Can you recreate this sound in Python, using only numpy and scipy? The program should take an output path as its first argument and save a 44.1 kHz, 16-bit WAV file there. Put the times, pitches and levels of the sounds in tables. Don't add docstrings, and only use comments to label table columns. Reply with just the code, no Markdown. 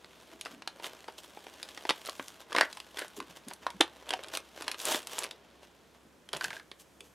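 import sys
import numpy as np
from scipy import signal
from scipy.fft import rfft, irfft, next_fast_len
from scipy.io import wavfile
from scipy.ndimage import uniform_filter1d, map_coordinates

SR = 44100
rng = np.random.default_rng(int(sys.argv[2]) if len(sys.argv) > 2 else 0)


def wav_out(sig):
    wavfile.write(sys.argv[1], SR, np.round(np.clip(np.atleast_2d(sig).T, -1, 1) * 32767).astype(np.int16))


N = 315124

# start_s, pitch_hz (of the panel), level_db, brightness_db_per_octave
SNAPS = [(0.045, 3460, -53, -3.5), (0.411, 4000.0, -48.5, 6), (0.451, 4850, -49.5, 0.5),
         (0.458, 2600, -44, -4.0), (0.466, 1310, -47.5, -3), (0.621, 2600, -48.5, -3),
         (0.675, 4180, -37, -1.1), (0.798, 980, -50, -5.5), (0.833, 3203.0, -51, -0.3),
         (0.843, 3300, -41, -3.5), (1.042, 2950, -55.5, -5), (1.083, 883.0, -44.5, -5),
         (1.181, 3240, -54.5, 1.5), (1.372, 860, -61.5, -13), (1.467, 3253.0, -50.5, -7),
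         (1.629, 3830, -44, 2.5), (1.688, 3813, -53, 2.5), (1.775, 3170, -43, -3.1),
         (1.852, 670, -41, -5.5), (1.892, 3120, -29, -2.4), (1.898, 3500, -30.5, -1.5),
         (1.906, 3270, -28, -4.5), (2.059, 4073, -58, 9), (2.067, 3330, -45.5, -2),
         (2.087, 1110, -43.5, -7.5), (2.095, 4460, -44, 2), (2.196, 1120, -44, -8.5), (2.282, 9000, -52, 4),
         (2.521, 1250, -44.5, -5.5), (2.528, 3223, -42, -1.5), (2.549, 1050.0, -33, -4.5),
         (2.563, 2140, -29, -3.1), (2.578, 1070, -35.0, -5), (2.584, 1280, -27, -3.2),
         (2.61, 1710, -23.0, -2.0), (2.63, 1750, -40, -6.5), (2.728, 4100, -49, 2.3),
         (2.771, 1050, -45.5, 0.6), (2.801, 2800, -46, 1.3), (2.971, 3303, -43.5, -1),
         (2.986, 1620, -43, -1), (2.992, 10100, -45, 3.9), (3.018, 1760, -43, -6.5), (3.081, 8913, -66, 8),
         (3.202, 1050.0, -41.0, -2.2), (3.484, 7193.0, -55, 6.5), (3.511, 890, -48, -6),
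         (3.535, 10400, -52.5, 4.5), (3.666, 1010, -34, -5.5), (3.703, 973.0, -46, 0.5),
         (3.806, 3003, -35.5, -8), (3.808, 3530, -26.5, 2), (3.81, 3380, -23, -3.5),
         (4.091, 3660, -46.5, 4.2), (4.106, 3113.0, -33, -1), (4.129, 3200, -42, -5.0),
         (4.136, 3150.0, -35.5, -0.6), (4.191, 530, -49, -5.5), (4.236, 4160, -50.5, 3),
         (4.244, 4120, -48, -4), (4.284, 3003, -56, 5.5), (4.351, 2900, -43, 4.5), (4.372, 9700, -35.5, 1),
         (4.622, 960, -44, 2.8), (4.68, 2880, -32.5, -0.9), (4.715, 5160.0, -40, 2.1),
         (4.744, 2773, -44, -3), (4.8, 3213.0, -46.5, 2.5), (4.853, 7100, -49, 10.5), (4.924, 5903, -39, 3),
         (4.946, 3600, -35.5, -6.5), (5.029, 8003, -54, 1), (5.071, 7100, -44.5, 2.9),
         (5.189, 9100.0, -44.5, 8), (5.234, 3240, -45.5, 4), (5.24, 2100, -42.5, 4.7),
         (5.265, 4063, -50.5, -3.5), (5.31, 3500.0, -45, 0.5), (6.289, 3123.0, -51.5, 0.7),
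         (6.331, 3200, -38.5, 1.5), (6.335, 3480, -38.5, -4.5), (6.368, 2843.0, -57.5, 10.5),
         (6.442, 6850, -37, 1), (6.715, 3460, -47.5, -3), (7.006, 3243.0, -54.5, 4.5)]
# from_hz, to_hz
SNAP_BANDS = [(290, 722), (700, 2580), (2400, 5300), (6000, 11100)]
SNAP_T60 = [0.016, 0.021, 0.02, 0.017]
SNAP_BALANCE = [-10, 0, 0, -6]
PANEL_LIFT_DB, PANEL_REACH_OCTAVES = 5, 1.0
PIVOT_HZ = 2000
CAVITY_WIDTH_HZ = 280

# start_s, length_s, level_db, brightness_db_per_octave
STROKES = [(0.32, 0.013, -53.5, -0.5), (0.465, 0.073, -53, -.7), (0.842, 0.025, -41, 0.5),
           (1.084, 0.015, -52.5, -5), (1.182, 0.011, -52.5, 2.5), (1.24, .012, -53.5, 2),
           (2.054, 0.038, -48, 1), (2.401, 0.02, -54, 0.5), (2.509, 0.018, -47, -1),
           (2.57, 0.06, -39, -2.5), (2.976, 0.052, -41.5, -0.5), (3.168, 0.0068, -47.5, 3),
           (3.301, 0.0073, -47.5, -0.5), (3.363, 0.004, -46, 1), (3.484, 0.037, -52, -1.5),
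           (3.629, 0.015, -52.5, -2.3), (4.087, 0.039, -47, -3.9), (4.337, 0.021, -39, 0.8),
           (4.576, 0.053, -45.5, -1), (4.666, 0.046, -45.5, -1.5), (4.795, 0.031, -45, 3),
           (4.87, 0.083, -32.5, 1.44), (5.102, 0.075, -43.5, .7), (5.187, 0.055, -40.5, -0.5),
           (5.632, 0.018, -55.5, -0.5), (5.947, 0.015, -63, -1.5), (6.341, 0.02, -40, -2.5),
           (6.408, 0.058, -45, 0), (6.486, 0.079, -49.5, -0.2), (6.799, 0.011, -57.5, 5),
           (7.044, 0.027, -64, 3)]
# time_s, level_db, brightness_db_per_octave
HANDLING = [(0, -62, -0.5), (.22, -58, 0.2), (.62, -65.5, -0.5), (.92, -51, -1.1), (1.05, -59.5, 0.3),
            (1.8, -52, -0.23), (2.27, -54, 1.8), (2.47, -61, -1.7), (2.72, -54.5, 0.5), (2.86, -59, 0.5),
            (3.2, -58, -0.5), (3.58, -63, 0.5), (4.28, -51.5, -2.5), (4.5, -60, 0.1), (5.28, -56.5, -2.5),
            (5.42, -62.5, -1.7), (5.8, -66.5, 0.5), (6.199, -77.5, 5), (7.101, -75, 5.5)]
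# from_hz, to_hz
RUB_BANDS = [(130, 700), (700, 2400), (2400, 6000), (6000, 17000)]
RUB_BALANCE = [-7, -4, -3, -8.5]
# pitch_hz, gain_db
FILM_COLOUR = [(100, -7.5), (200, -6.5), (320, 7.5), (550, 6), (1000, 4.5), (1700, 4.5), (2300, 0.5),
               (3300, 7.5), (5000, 2.5), (7000, 0), (10000, -2), (13000, -2.5), (16000, -13.5)]
# pitch_hz, width_hz, gain_db
POUCH_MODES = [(650, 33, 0.5), (1030, 340, 5), (1560, 200, -2.5), (3370, 2200, 6), (9400, 840, -19)]
ATTACK_S, RELEASE_S = 0.0077, 0.019
EASE = 0.56
TILT_FROM_HZ = 680
PACKING_DB, PACKING_SPAN_DB = -51, 5
LIGHT_TOUCH_DB, FIRM_TOUCH_DB = -86.5, -49.5
SLIDE_BLUR = 0.26

# start_s, level_db
ROCKING = [(6.41, -30), (6.446, -30), (6.505, -36), (6.53, -39), (6.566, -41), (6.597, -43.5)]
ROCK_BALANCE = [-23, -1.5, -8, -18]
ROCK_HZ, ROCK_RING_DB = 1596, -2.5

# start_s, level_db, pitch_hz, length_s (twice the swell time)
KNOCKS = [(0.323, -58, 302, 0.051), (.505, -56.5, 228, 0.073), (3.167, -44.5, 318, 0.035),
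          (3.27, -58, 190, 0.035), (3.463, -45, 230, 0.02), (3.735, -50, 202, 0.025),
          (3.803, -30.5, 370, 0.0092), (4.134, -30.5, 700, 0.0093), (6.038, -59.5, 227, 0.026),
          (6.33, -56.5, 151, 0.032), (6.442, -57.5, 160, 0.054), (6.992, -59, 376, 0.038)]
# pitch_hz, t60_s
ROOM_DECAY = [(150, 0.23), (500, 0.17), (1600, 0.23), (4000, 0.15), (12000, 0.11)]
# pitch_hz, gain_db
AIR_COLOUR = [(25, -18), (45, -3.5), (100, 1), (200, 7), (400, 7), (900, -0.5), (1800, -4.5), (3200, -10),
              (5500, -15.5), (10000, -25.5), (16000, -31.5)]
# time_s, level_db
DRONE_LEVEL = [(0, -77), (1.2, -78.5), (2.7, -75.5), (4.1, -71.5), (5.2, -74.5), (7.1, -75)]
# time_s, left_minus_right_db
LEAN = [(3.3, -.1), (3.8, -.7), (4.2, 0), (5.3, -.1), (6.4, -1), (7, -.4)]
TOP_HZ = 15800


def snaps():
    out = np.zeros(N + SR)
    for start_s, panel_hz, level_db, brightness in SNAPS:
        distance = octaves(SNAP_BANDS, panel_hz) / PANEL_REACH_OCTAVES
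        lift_db = PANEL_LIFT_DB * np.exp(-distance ** 2)
        tilt_db = brightness * octaves(SNAP_BANDS, PIVOT_HZ)
        band_db = level_db + np.array(SNAP_BALANCE) + tilt_db + lift_db
        crack = snap(band_db, panel_hz, ring_db=11.5, ring_q=8.0, rise_s=0.00024, shrink=0.17)
        ring = hollow(panel_hz, cavity_hz=1700, width_hz=CAVITY_WIDTH_HZ, t60=0.12)
        place(out, start_s, crack)
        place(out, start_s, amp(band_db[1] - 5) * ring)
    return out[:N]


def snap(band_db, panel_hz, ring_db, ring_q, rise_s, shrink, spike_db=3, spike_t60=0.0024):
    t = np.arange(SR // 20) / SR
    life = (panel_hz / 2000) ** -shrink
    damping = 1 / (1 + (panel_hz / 2500) ** 2)
    out = np.zeros(len(t))
    for (lo, hi), t60, db in zip(SNAP_BANDS, SNAP_T60, band_db):
        fall = amp(-60 * t / (t60 * life)) + amp(spike_db - 60 * t / spike_t60)
        burst = rng.standard_normal(len(t)) * fall * (1 - np.exp(-t / rise_s))
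        panel = resonate(burst, panel_hz, ring_q * life)
        ring = burst + amp(ring_db) * damping * panel
        ring = band(ring, lo, hi, order=2 if lo < 400 else 3)
        out += amp(db) * unit(ring) / np.sqrt(10)
    return out


def hollow(panel_hz, cavity_hz, width_hz, t60):
    t = np.arange(SR // 5) / SR
    drive = 1 / np.sqrt(1 + ((panel_hz - cavity_hz) / width_hz) ** 4)
    noise = rng.standard_normal(len(t))
    ring = unit(band(noise, cavity_hz - width_hz, cavity_hz + width_hz, order=2))
    return drive * ring * amp(-60 * t / t60) * (1 - np.exp(-t / 0.0021))


def rubbing(grit):
    band_db = friction()
    sliding = np.clip((band_db[-1] - PACKING_DB) / PACKING_SPAN_DB, 0, 1)
    loose = creases(230, spread_db=5, clump_db=4, t60=0.008)
    packed = creases(650, spread_db=4.6, clump_db=4, t60=0.005)
    crackle = (1 - sliding) * loose + sliding * packed
    touch = np.clip((band_db[1] - LIGHT_TOUCH_DB) / (FIRM_TOUCH_DB - LIGHT_TOUCH_DB), 0, 1)
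    share = np.clip(grit * touch * (1 - SLIDE_BLUR * sliding), 0, 1)
    force = np.sqrt(share * crackle + 1 - share)
    noise = filtered(rng.standard_normal(N) * force, lambda hz: amp(along(FILM_COLOUR, hz)))
    noise = noise + amp(0.5) * pouch(noise)
    return sum(amp(db) * unit(band(noise, lo, hi)) for db, (lo, hi) in zip(band_db, RUB_BANDS))


def friction():
    t = np.arange(N) / SR
    time_s, *columns = np.transpose(HANDLING)
    held_db, held_brightness = [np.interp(t, time_s, c) for c in columns]
    height = np.maximum(octaves(RUB_BANDS, PIVOT_HZ), np.log2(TILT_FROM_HZ / PIVOT_HZ))[:, None]
    power = amp(held_db + held_brightness * height) ** 2
    for start_s, length_s, level_db, brightness in STROKES:
        end_s = start_s + length_s
        near = slice(*np.searchsorted(t, [start_s - 0.5, end_s + 0.5]))
        swell = np.maximum(start_s - t[near], 0) / (ATTACK_S + EASE * length_s)
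        fade = np.maximum(t[near] - start_s - length_s, 0) / (RELEASE_S + EASE * length_s)
        power[:, near] += amp(level_db + brightness * height - 20 * (swell + fade)) ** 2
    return 10 * np.log10(power) + np.array(RUB_BALANCE)[:, None]


def creases(rate, spread_db, clump_db, t60):
    chance = rate / SR * amp(clump_db * wobble(60))
    size = amp(spread_db * np.minimum(rng.exponential(size=N), 2.8))
    clicks = (rng.random(N) < chance) * size ** 2
    t = np.arange(SR // 100) / SR
    power = np.abs(signal.fftconvolve(clicks, amp(-60 * t / t60) ** 2)[:N])
    return power / (np.abs(uniform_filter1d(power, SR // 16)) + 1e-9)


def pouch(x):
    return sum(amp(db) * resonate(x, hz, hz / width) for hz, width, db in POUCH_MODES)


def rocking():
    out = np.zeros(N + SR)
    for start_s, level_db in ROCKING:
        band_db = level_db + np.array(ROCK_BALANCE)
        tick = snap(band_db, ROCK_HZ, ring_db=16.5, ring_q=9, rise_s=0.0002, shrink=0)
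        ring = hollow(ROCK_HZ, cavity_hz=ROCK_HZ, width_hz=150, t60=0.062)
        place(out, start_s, tick)
        place(out, start_s, amp(level_db + ROCK_RING_DB) * ring)
    return out[:N]


def knocks():
    out, t = np.zeros(N + SR), np.arange(SR // 5) / SR
    for start_s, level_db, pitch_hz, length_s in KNOCKS:
        u = 2 * t / length_s
        noise = band(rng.standard_normal(len(t)), pitch_hz * 0.8, pitch_hz * 1.27, order=2)
        place(out, start_s, amp(level_db) * unit(noise) * u * np.exp(1 - u))
    return out[:N]


def room(x, delay_s=0.004, count=24):
    out, step = np.zeros(N + SR), N // count + 1
    for start in range(0, N, step):
        hz, t, z = signal.stft(rng.standard_normal(SR // 3), SR, nperseg=256)
        decay = amp(-60 * t / along(ROOM_DECAY, hz)[:, None])
        tail = signal.istft(z * decay, SR, nperseg=256)[1]
        early = amp(-1.5 - 60 * np.arange(len(tail)) / SR / 0.36)
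        tail = tail * (1 + early)
        wet = signal.fftconvolve(x[start:start + step], tail / np.linalg.norm(tail))
        out[start + round(delay_s * SR):][:len(wet)] += wet
    return out[:N]


def background(hum_hz):
    air = unit(filtered(rng.standard_normal((2, N)), lambda hz: amp(along(AIR_COLOUR, hz))))
    level_db = np.interp(np.arange(N) / SR, *np.transpose(DRONE_LEVEL)) + 1.8 * wobble(7.7)
    phase = 2 * np.pi * np.cumsum(hum_hz + 3.0 * wobble(10)) / SR
    drone = amp(level_db) * unit(np.sin(phase))
    return amp(-62.5) * air[0] + drone, amp(-70.5) * air[1]


def amp(db):
    return 10 ** (np.asarray(db) / 20)


def unit(x):
    return x / np.sqrt(np.mean(x ** 2) + 1e-20)


def place(out, start_s, sound):
    out[round(start_s * SR):][:len(sound)] += sound


def along(points, hz):
    f, v = np.transpose(points)
    return np.interp(np.log(hz + 1), np.log(f), v)


def octaves(bands, hz):
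    return np.log2(np.sqrt(np.prod(bands, axis=1)) / hz)


def wobble(rate):
    knots = rng.standard_normal(int(N * rate / SR) + 4)
    return map_coordinates(knots, [np.arange(N) * rate / SR])


def filtered(x, response):
    m = next_fast_len(N + SR // 2)
    return irfft(rfft(x, m) * response(np.fft.rfftfreq(m, 1 / SR)), m)[..., :N]


def band(x, lo_hz, hi_hz, order=3):
    edges = [lo_hz, min(hi_hz, SR / 2 - 1)]
    return signal.sosfilt(signal.butter(order, edges, "bandpass", fs=SR, output="sos"), x)


def resonate(x, hz, q):
    return signal.lfilter(*signal.iirpeak(hz, max(q, 1), SR), x)


def scene():
    packet = snaps() + rocking() + rubbing(grit=0.75) + knocks()
    mid, side = background(hum_hz=67.0)
    mid = mid + packet + amp(-12.0) * room(packet)
    low_end = amp(8.5) * band(packet, 67, 254)
    side = side + amp(-31.5) * room(packet + low_end)
    lean_db = np.interp(np.arange(N) / SR, *np.transpose(LEAN))
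    return np.array([mid + side, mid - side]) * amp([lean_db / 2, -lean_db / 2])


def record(dry):
    return filtered(dry, lambda hz: 1 / np.sqrt(1 + (hz / TOP_HZ) ** 120))


dry = scene()
out = record(dry)
wav_out(out)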